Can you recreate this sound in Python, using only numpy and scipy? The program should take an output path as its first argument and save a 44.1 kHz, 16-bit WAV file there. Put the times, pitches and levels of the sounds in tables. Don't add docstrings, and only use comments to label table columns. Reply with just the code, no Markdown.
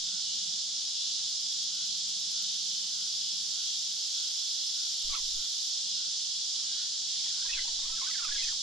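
import sys
import numpy as np
from scipy import signal
from scipy.fft import rfft, irfft, next_fast_len
from scipy.io import wavfile
from scipy.ndimage import uniform_filter1d

SR = 44100
rng = np.random.default_rng(int(sys.argv[2]) if len(sys.argv) > 2 else 0)


def generate_wav(sig):
    pcm = np.round(np.clip(np.atleast_2d(sig).T, -1, 1) * 32767).astype(np.int16)
    wavfile.write(sys.argv[1], SR, pcm)


N = 380141
TIME = np.arange(N) / SR


# f/Hz, relative level/dB
CHORUS_COLOUR = [(2000, -31.5), (2550, -24.5), (2900, -13.5), (3300, -4), (4450, -2.5), (5000, 0),
                 (5350, -0.5), (5800, -2), (7400, -7.5), (8150, -18.5), (9000, -18.5), (10000, -25.5),
                 (10700, -35.5), (15000, -45.5)]
def chorus(level_db=-34.13, sway_db=0.53):
    sway = np.array([wander(7.7), wander(3.5)])
    return gain_of(level_db + sway_db * sway) * noise(CHORUS_COLOUR)


def neighbours(level_db=-42.5, length_s=.36, click_hz=192, spread=.09, count=60):
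    out = np.zeros((2, N))
    for slot, (late, pace, side) in enumerate(rng.uniform(-1, 1, (count, 3))):
        s = (slot + .5 + late / 2) * N / SR / count
        call = rasp(length_s, click_hz * (1 + spread * pace), CHORUS_COLOUR)
        add(out, s, pan(-4.5 - 2 * side) * call)
    return gain_of(level_db) * out


# f/Hz, relative level/dB
RASP_COLOUR = [(2200, -25), (2700, -18), (2880, -3), (3080, -2.5), (3300, 4.5), (3700, -0.5), (4300, 3.5),
               (5000, -16), (7000, -33)]
# middle t/s, level/dB
NEAR_RASPS = [(0.309, -43.5), (1.04, -42), (1.798, -45.5), (2.498, -44), (3.281, -43.5), (4.215, -43.5),
              (5.107, -42), (5.93, -42), (6.762, -41.5), (7.58, -40.5), (8.42, -42)]
def raspers(click_hz=193, answer_click_hz=182, spread=.05, answer_db=-44.5, echo_db=-3.5):
    dry = np.zeros((2, N))
    for s, db in NEAR_RASPS:
        rate = click_hz * (1 + spread * rng.uniform(-1, 1))
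        add(dry, s, pan(2) * gain_of(db) * rasp(.31, rate, RASP_COLOUR))
    for s in np.arange(1.9, 7.6, .887):
        rate = answer_click_hz * (1 + spread * rng.uniform(-1, 1))
        add(dry, s, pan(-7) * gain_of(answer_db) * rasp(.36, rate, RASP_COLOUR))
    return dry + gain_of(echo_db) * woods(dry)


def rasp(length_s, click_hz, colour, slowing=0.01801, scatter_db=3.0):
    progress = np.linspace(-.5, .5, round(length_s * SR))
    phase = 2 * np.pi * np.cumsum(click_hz * (1 - slowing * progress)) / SR
    harmonics = np.arange(13, 39)
    hz = harmonics * click_hz
    shift, side, uneven = rng.standard_normal((3, len(hz)))
    apart = np.sqrt(-2 * np.log(np.clip(look_up(LIKENESS, hz), .01, 1))) * side / 2
    offsets = np.pi * shift + np.array([apart, -apart])
    paths = gain_of(look_up(colour, hz) + scatter_db * uneven) * np.exp(1j * offsets)
    overtones = np.exp(1j * np.outer(harmonics, phase))
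    return unit_level((paths @ overtones).real) * np.cos(np.pi * progress)


# f/Hz, pitch width/Hz, stroke rate/Hz, level/dB, left minus right/dB
TRILLS = [(2840, 12, 29, -72, -1), (3434, 87, 64, -53.5, -7), (3674, 98, 71, -52, 2),
          (4040, 120, 52, -56, -9), (5088, 910, 47, -45, -9)]
def trillers(sway_db=2.0, depth=0.18):
    out = np.zeros((2, N))
    for hz, width, rate, db, lean_db in TRILLS:
        strokes = np.cumsum(rate * (1 + 0.0139 * wander(2.4))) / SR
        phase = 2 * np.pi * hz * TIME
        ring = wander(width / 2) * np.cos(phase) + wander(width / 2) * np.sin(phase)
        trill = unit_level(ring * (1 + depth * np.cos(2 * np.pi * strokes)))
        out += pan(lean_db) * gain_of(db + sway_db * wander(2.1)) * trill
    return out


# f/Hz, relative level/dB
KATYDID_COLOUR = [(8000, -15), (9800, 2), (10600, 2), (11300, 3.5), (12400, -5), (13000, -4), (13600, -11),
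                  (14300, -20), (15300, -24)]
def katydid(start_s=2.5, stop_s=5.7, release_s=.02, stroke_hz=36, stroke_db=6.0):
    flicks = np.linspace((1.301, -61), (2.428, -57.5), 11)  # t/s, level/dB
    ticks = sum(gain_of(db) * arch(s, length_s=.026) for s, db in flicks)
    strokes = np.cumsum(stroke_hz * (1 + .02 * wander(1))) / SR
    scrape = unit_level(gain_of(stroke_db * np.cos(2 * np.pi * strokes)))
    swell = np.interp(TIME, [start_s, stop_s], gain_of([-67, -62]), left=0)
    release = np.clip(1 - (TIME - stop_s) / release_s, 0, 1)
    return pan(0.5) * (swell * release * scrape + ticks) * noise(KATYDID_COLOUR, likeness=0.79)


# first croak t/s, spell over t/s
CROAK_SPELLS = [(.14, .45), (1.79, 6.3), (6.81, 7.7)]
def frog(level_db=-64.5, sac_hz=1430, pulse_hz=65, every_s=.604, ring_share=.3, echo_db=-5):
    rate = pulse_hz * (1 + .03 * wander(11))
    progress = (np.cumsum(rate) / SR) % 1
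    hz = sac_hz * (1 + .022 * wander(20))
    ring = progress * np.exp(-2 * progress / ring_share)
    pulses = unit_level(ring * np.sin(2 * np.pi * hz * progress / rate))
    times = [s for first, over in CROAK_SPELLS for s in np.arange(first, over, every_s)]
    croaks = sum(arch(s, length_s=.18) for s in times)
    dry = pan(14) * gain_of(level_db) * pulses * croaks
    return dry + gain_of(echo_db) * woods(dry)


# (t/s, squeak f/Hz, relative level/dB)
PULLS = [(0, [(5.07, 220, -65), (5.094, 320, -61), (5.1, 1250, -57), (5.13, 1138, -51), (5.142, 1085, -39),
         (5.154, 1397, -43), (5.176, 1020, -50), (5.2, 1000, -59)]), (.6, [(6.54, 1050, -71),
         (6.79, 1800, -64), (6.9, 1700, -68)]), (1, [(7.1, 2710, -62), (7.235, 2440, -59),
         (7.29, 1850, -64), (7.41, 1457, -62), (7.48, 1900, -53), (7.54, 2600, -42), (7.59, 2150, -45),
         (7.63, 2200, -60)]), (1, [(7.65, 901, -58.5), (7.76, 782, -74), (7.86, 1100, -56),
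         (7.97, 1500, -57), (8.025, 1079, -49), (8.13, 2050, -50.5), (8.3, 1328, -48), (8.41, 2200, -46.5),
         (8.49, 1750, -53), (8.55, 970, -61.5)])]
def fishing_line(gain_db=-0.5, light_db=-4.5, echo_db=-7):
    chattering = sum(chatter * (pull_strength(course) > 0) for chatter, course in PULLS)
    firm = squeak(scatter=.1)
    light = gain_of(light_db) * chattering * squeak(scatter=.25)
    dry = pan(-11) * gain_of(gain_db) * (firm + light)
    return dry + gain_of(echo_db) * woods(dry, t60=0.1)


def squeak(scatter, slips_per_s=25, sag=0.162, jitter=0.0196, grip_db=2.0, octave_db=-5.5, scrape_db=-11):
    out, shake, grip = np.zeros(N), wander(280), wander(73)
    scrape = wander(330) + 1j * wander(330)
    slip_rate = slips_per_s * np.exp(.35 * wander(20))
    slip, progress = np.divmod(np.cumsum(slip_rate) / SR, 1)
    bend = scatter * rng.standard_normal(N)[slip.astype(int)] - sag * (progress - .5)
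    for chatter, course in PULLS:
        s, pitch_hz, _ = np.transpose(course)
        on = (TIME >= s[0]) & (TIME < s[-1])
        hz = np.interp(TIME[on], s, pitch_hz) * np.exp(chatter * bend[on] + jitter * shake[on])
        wave = np.exp(2j * np.pi * np.cumsum(hz) / SR)
        tone = ((wave + gain_of(octave_db) * wave ** 2) * (1 + gain_of(scrape_db) * scrape[on])).real
        sliding = 1 - chatter + chatter * np.sin(np.pi * progress[on]) ** 2
        out[on] += pull_strength(course)[on] * unit_level(tone * sliding * gain_of(grip_db * grip[on]))
    return out


def pull_strength(course):
    s, _, db = np.transpose(course)
    return np.interp(TIME, s, gain_of(db), left=0, right=0)


# f/Hz, relative level/dB
CLICK_COLOUR = [(2000, -6), (5000, -6), (9500, 6), (13500, -6), (15500, -14)]
CLICK_TIMES = [8.111, 8.25, 8.34, 8.435]
def tackle(level_db=-53):
    clicks = sum(arch(s, length_s=.012) for s in CLICK_TIMES)
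    return pan(-3) * gain_of(level_db) * clicks * noise(CLICK_COLOUR, likeness=.6)


# f/Hz, relative level/dB
RUSTLE_COLOUR = [(100, -5), (300, -5), (550, -4), (850, 5.5), (1500, 4.5), (2300, 13.5), (4000, -4),
                 (8000, -19), (14000, -28)]
# f/Hz, relative level/dB
THUMP_COLOUR = [(5, 9), (15, -5), (32, -2), (50, -24), (80, -38), (200, -52)]
# middle t/s, length/s, level/dB
JOLTS = [(0.02, 0.17, -59), (5.104, 0.15, -35), (5.23, 0.18, -48.5), (5.358, 0.18, -42.5),
         (7.567, 0.31, -44), (7.843, 0.5, -49), (8.41, 0.44, -41.5)]
def hands(rustle_db=-51.0, ease_s=0.061, grain_db=2.5):
    effort = sum(pull_strength(course) for _, course in PULLS)
    rub = uniform_filter1d((effort / effort.max()) ** 0.56, round(ease_s * SR))
    grains = unit_level(gain_of(grain_db * wander(110)))
    rustle = gain_of(rustle_db) * rub * grains * noise(RUSTLE_COLOUR, likeness=0.44)
    rocking = sum(gain_of(db) * arch(s, length_s) ** 2 for s, length_s, db in JOLTS)
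    return pan(-5) * (rustle + rocking * noise(THUMP_COLOUR, likeness=0.63))


# f/Hz, relative level/dB
CREEK_COLOUR = [(20, 2), (45, 0.5), (100, -6), (300, -3.5), (480, -5.5), (620, -3), (790, 2), (1020, -2.5),
                (1400, -0.5), (1900, -2.5), (2500, 0.5), (4000, -21.5)]
def creek(level_db=-63, ripple_db=0.65):
    return gain_of(level_db + ripple_db * wander(34)) * noise(CREEK_COLOUR)


# f/Hz, relative level/dB
TRAFFIC_COLOUR = [(45, -20), (80, -16.5), (115, -16), (130, -17), (155, -1), (180, -1.5), (215, -3.5),
                  (260, -17.5), (400, -40)]
# t/s, relative level/dB
TRAFFIC_LEVEL = [(0.0, -69), (0.14, -64.5), (0.19, -71), (0.5, -62), (0.62, -75), (0.69, -70), (1.03, -75),
                 (1.82, -67), (2.69, -67), (4.2, -75.5), (5.76, -77.5), (5.95, -66), (6.14, -75.5),
                 (7.39, -72), (7.51, -77), (8.02, -70), (8.62, -73.5)]
def traffic(gain_db=2.5):
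    return gain_of(gain_db + np.interp(TIME, *np.transpose(TRAFFIC_LEVEL))) * noise(TRAFFIC_COLOUR)


def woods(x, t60=0.93):
    t = np.arange(SR // 2) / SR
    tail = rng.standard_normal((2, len(t))) * gain_of(-60 * t / t60) * (t > .008)
    return signal.fftconvolve(x.mean(0)[None], tail / np.linalg.norm(tail[0]), axes=1)[:, :N]


# f/Hz, likeness (0 unrelated, 1 the same)
LIKENESS = [(100, 0.28), (700, 0.022), (1500, 0.063), (2300, 0.47), (3400, 0.8), (4300, 0.75), (5000, 0.3),
            (6500, 0.18), (14000, 0.17)]
# f/Hz, left minus right/dB
LEFT_LEAN = [(200, 0), (800, 0), (1100, -1.5), (2800, -0.5), (3600, -1), (4600, -0.5), (5100, 0.5),
             (5800, -3), (6600, 0.5), (7800, -4.5), (8800, 4.5), (10500, -3), (14000, 1.5)]
# f/Hz, phase/rad
LEFT_LEAD = [(4000, 0.07), (6000, -0.05), (7200, 1.3), (8100, 2.5), (9500, 2.4), (11000, 2)]
def noise(colour, likeness=None):
    size = next_fast_len(N)
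    hz = np.fft.rfftfreq(size, 1 / SR)
    left, other = rfft(rng.standard_normal((2, size)))
    same = np.clip(look_up(LIKENESS, hz) if likeness is None else likeness, -1, 1)
    spectrum = np.array([left, same * left + np.sqrt(1 - same ** 2) * other])
    if likeness is None:
        spectrum *= gain_of(np.outer([.5, -.5], look_up(LEFT_LEAN, hz)))
        spectrum[0] *= np.exp(1j * look_up(LEFT_LEAD, hz))
    low_hz, high_hz = colour[0][0] / 2, colour[-1][0] * 2
    roll_off = 1 / (1 + (hz / high_hz) ** 4) / (1 + (low_hz / (hz + 1)) ** 4)
    return unit_level(irfft(spectrum * roll_off * gain_of(look_up(colour, hz)), size)[:, :N])


def wander(rate_hz, size=32768):
    hz = np.fft.rfftfreq(size, N / SR / size)
    spectrum = rfft(rng.standard_normal(size)) * np.exp(-(hz / rate_hz) ** 2)
    return np.interp(TIME, np.linspace(0, TIME[-1], size), unit_level(irfft(spectrum, size)))


def gain_of(db):
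    return 10 ** (np.asarray(db) / 20)


def unit_level(x):
    return x / np.sqrt(np.mean(x ** 2) + 1e-20)


def look_up(points, hz):
    f, value = np.transpose(points)
    return np.interp(np.log(hz + 1), np.log(f + 1), value)


def pan(lean_db):
    return unit_level(gain_of(np.array([[lean_db], [-lean_db]]) / 2))


def arch(middle_s, length_s):
    out = np.zeros(N)
    on = slice(*np.searchsorted(TIME, [middle_s - length_s / 2, middle_s + length_s / 2]))
    out[on] = np.cos(np.pi * (TIME[on] - middle_s) / length_s)
    return out


def add(mix, s, sound):
    start = round(s * SR) - sound.shape[1] // 2
    at = np.arange(sound.shape[1]) + start
    inside = (at >= 0) & (at < N)
    mix[:, at[inside]] += sound[:, inside]


def scene():
    insects = chorus() + neighbours() + trillers() + raspers() + katydid()
    return insects + frog() + fishing_line() + tackle() + hands() + creek() + traffic()


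def record(dry):
    low_pass = signal.firwin(511, 15400, window=("kaiser", 9), fs=SR)
    return signal.oaconvolve(dry, low_pass[None], "same")


dry = scene()
out = record(dry)
generate_wav(out)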